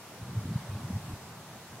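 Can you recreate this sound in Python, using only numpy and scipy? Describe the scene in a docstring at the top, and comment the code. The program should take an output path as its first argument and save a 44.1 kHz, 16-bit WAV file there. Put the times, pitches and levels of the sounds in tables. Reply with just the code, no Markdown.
"""Wind rushes steadily through tall pines overhead: a broad roar of the crowns, a fine hiss of needles.
For about a second a gust reaches the ground and its eddies buffet the microphone:
a low, lumpy, centred rumble with single thumps, which then sinks to a light flutter."""
import sys
import numpy as np
from scipy import signal
from scipy.fft import rfft, irfft, next_fast_len
from scipy.io import wavfile
from scipy.ndimage import uniform_filter1d, map_coordinates

SR = 44100
rng = np.random.default_rng(int(sys.argv[2]) if len(sys.argv) > 2 else 0)


def dump(signal):
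    """Clip the signal to [-1, 1] and save it as 16-bit WAV at the path in sys.argv[1]."""
    limited = np.clip(np.atleast_2d(signal).T, -1, 1)
    pcm = np.round(limited * 32767).astype(np.int16)
    wavfile.write(sys.argv[1], SR, pcm)


N = 79380


def amp(db):
    """Decibels to gain."""
    return 10 ** (np.asarray(db) / 20)


def unit(x):
    """Scale to rms 1."""
    return x / np.sqrt(np.mean(x ** 2) + 1e-20)


def along(points, hz):
    """Interpolate (freq_hz, value) points on a log frequency axis."""
    freq_hz, values = np.transpose(points)
    return np.interp(np.log(hz + 1), np.log(freq_hz + 1), values)


def curves(rows):
    """Per-sample curve for each column after time_s."""
    time_s, *columns = np.transpose(rows)
    return [np.interp(np.arange(N) / SR, time_s, column) for column in columns]


def wobble(rate_hz):
    """Smooth random curve, rate_hz knots a second."""
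    return map_coordinates(rng.standard_normal(512), [np.arange(N) * rate_hz / SR], mode="wrap")


def filtered(x, response):
    """Zero-phase filter with gain response(hz)."""
    size = next_fast_len(N + SR // 2)
    return irfft(rfft(x, size) * response(np.fft.rfftfreq(size, 1 / SR)), size)[..., :N]


def rush(spectrum, correlation, patchy_db):
    """Stereo noise, rms 1, with random gain patches in time and frequency."""
    bins = signal.stft(rng.standard_normal((2, N)), nperseg=512)[2]
    patches = uniform_filter1d(rng.standard_normal(bins.shape[1:]), size=6, axis=0)
    patches = unit(uniform_filter1d(patches, size=18, axis=1))
    noise = signal.istft(bins * amp(patchy_db * patches), nperseg=512)[1][:, :N]

    def mid_side_gains(hz):
        width_rad = np.arccos(np.clip(along(correlation, hz), -1, 1)) / 2
        return amp(along(spectrum, hz)) * [np.cos(width_rad), np.sin(width_rad)]

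    mid, side = filtered(noise, mid_side_gains)
    return unit(np.array([mid + side, mid - side]))


def canopy():
    """Boughs roar and needles hiss, swelling slightly with the wind aloft."""
    # wind in the crowns: time_s, roar_db, hiss_db (before trim)
    wind_aloft = [(0, -52.5, -57.5), (.3, -51.2, -57.8), (.55, -50, -56.5), (.8, -50.5, -57),
                  (1.05, -51, -56), (1.35, -51, -58), (1.65, -52, -58), (1.8, -50.5, -57.5)]
    # bough and needle spectra: freq_hz, relative_db
    roar_spectrum = [(30, -52), (100, -23.5), (200, 0), (400, -0.5), (550, 0), (850, 1), (1100, -1),
                     (1500, -5), (2100, -9), (3000, -15), (5000, -19.5), (12000, -64)]
    hiss_spectrum = [(200, -17), (1000, -6), (2500, 0), (4000, 0), (6300, -0.5), (9000, -3), (12000, -5.5),
                     (15500, -9)]
    # left-right likeness: freq_hz, correlation
    roar_correlation = [(100, 1), (300, 0.86), (800, .92), (1300, 0.88), (2000, 0.7), (3500, 0.87)]
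    hiss_correlation = [(1000, 0.33), (2500, -0.014), (4200, -0.32), (6500, -0.073), (10000, -0.019),
                        (15000, -0.066)]
    roar_trim_db, hiss_trim_db = 1.5, 4.5
    roar_db, hiss_db = curves(wind_aloft)
    roar_gain = amp(roar_db + roar_trim_db + 0.4 * wobble(rate_hz=8.4))
    roar = roar_gain * rush(roar_spectrum, roar_correlation, patchy_db=1.0)
    hiss_gain = amp(hiss_db + hiss_trim_db + 0.18 * wobble(rate_hz=12.7))
    hiss = hiss_gain * rush(hiss_spectrum, hiss_correlation, patchy_db=0.97)
    return roar + hiss


def eddies(spectrum, evenness):
    """Irregular pressure swings, rms 1; evenness 0-1 makes their sizes alike."""
    swings = unit(filtered(rng.standard_normal(N), lambda hz: amp(along(spectrum, hz))))
    power = uniform_filter1d(np.abs(signal.hilbert(swings)) ** 2, size=700)
    return unit(swings / (np.abs(power) + 0.01) ** (evenness / 2))


def buffeting():
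    """Turbulence rumbles on the microphone; small eddies gain faster than large as the gust grows."""
    # wind pressure on the microphone: time_s, level_db (before trim)
    gust = [(0, -57.5), (.19, -54), (.215, -40.5), (.27, -45.5), (.32, -37.5), (.42, -42.5), (.46, -37),
            (.52, -35.5), (.59, -42.5), (.67, -46), (.77, -39.5), (.88, -44), (.98, -38), (1.01, -48.5),
            (1.11, -38.5), (1.18, -51), (1.39, -48), (1.435, -55), (1.52, -49), (1.69, -57), (1.74, -44),
            (1.8, -57)]
    # large and small eddy spectra: freq_hz, relative_db
    large_spectrum = [(20, -34), (40, -26), (62, -20.5), (80, -7), (100, -1), (125, -2.5), (185, -4.5),
                      (250, -15.5), (320, -21.5), (500, -52), (1000, -110)]
    small_spectrum = [(60, -34), (130, 6.5), (200, -1), (260, -4.5), (330, -15), (480, -23), (1000, -78)]
    large_trim_db, small_trim_db = -1, -3
    strong_gust_db, small_db_per_db = -34, 1.6
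    gust_db, = curves(gust)
    large = amp(gust_db + large_trim_db) * eddies(large_spectrum, evenness=0.9)
    small_db = strong_gust_db + small_db_per_db * (gust_db - strong_gust_db) + small_trim_db
    small = amp(small_db) * eddies(small_spectrum, evenness=0.81)
    return large + small


def thumps():
    """Single eddies swell and pass within a few pressure swings, over a weak one-way push."""
    # eddies hitting the microphone: centre_s, peak_db (before trim), pitch_hz (before scatter), sigma_s
    hits = [(.224, -31, 108, 0.012), (.381, -23.5, 109.7, 0.011), (.457, -29, 228, 0.0031),
            (.486, -31, 96, 0.0056), (.510, -25.5, 160, 0.004), (.561, -19.5, 136.6, 0.0039),
            (.701, -29, 99, 0.0067), (.752, -32.5, 99, 0.027), (.853, -30, 127, 0.0062),
            (.908, -26, 191, 0.0036), (.950, -26.5, 94.4, 0.013), (.967, -26.5, 130, .004),
            (1.046, -33.5, 141, 0.0048), (1.138, -30, 99, 0.003)]
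    trim_db, push_db, pitch_scatter = -0.5, -29, 0.034
    t, out = np.arange(N) / SR, np.zeros(N)
    for centre_s, peak_db, pitch_hz, sigma_s in hits:
        half_turns, detune = rng.uniform(-0.86, 1, 2)
        swing_hz = pitch_hz * (1 + pitch_scatter * detune)
        swing = np.sin(2 * np.pi * swing_hz * (t - centre_s) + np.pi * half_turns)
        envelope = np.exp(-0.5 * ((t - centre_s) / sigma_s) ** 2)
        out += amp(peak_db + trim_db) * envelope * (swing + amp(push_db))
    return out


def scene():
    """Wide trees above; buffeting and thumps centred."""
    return canopy() + buffeting() + thumps()


def record(dry):
    """Brick-wall low-pass."""
    cutoff_hz = 15800
    return filtered(dry, lambda hz: hz < cutoff_hz)


dry = scene()
out = record(dry)
dump(out)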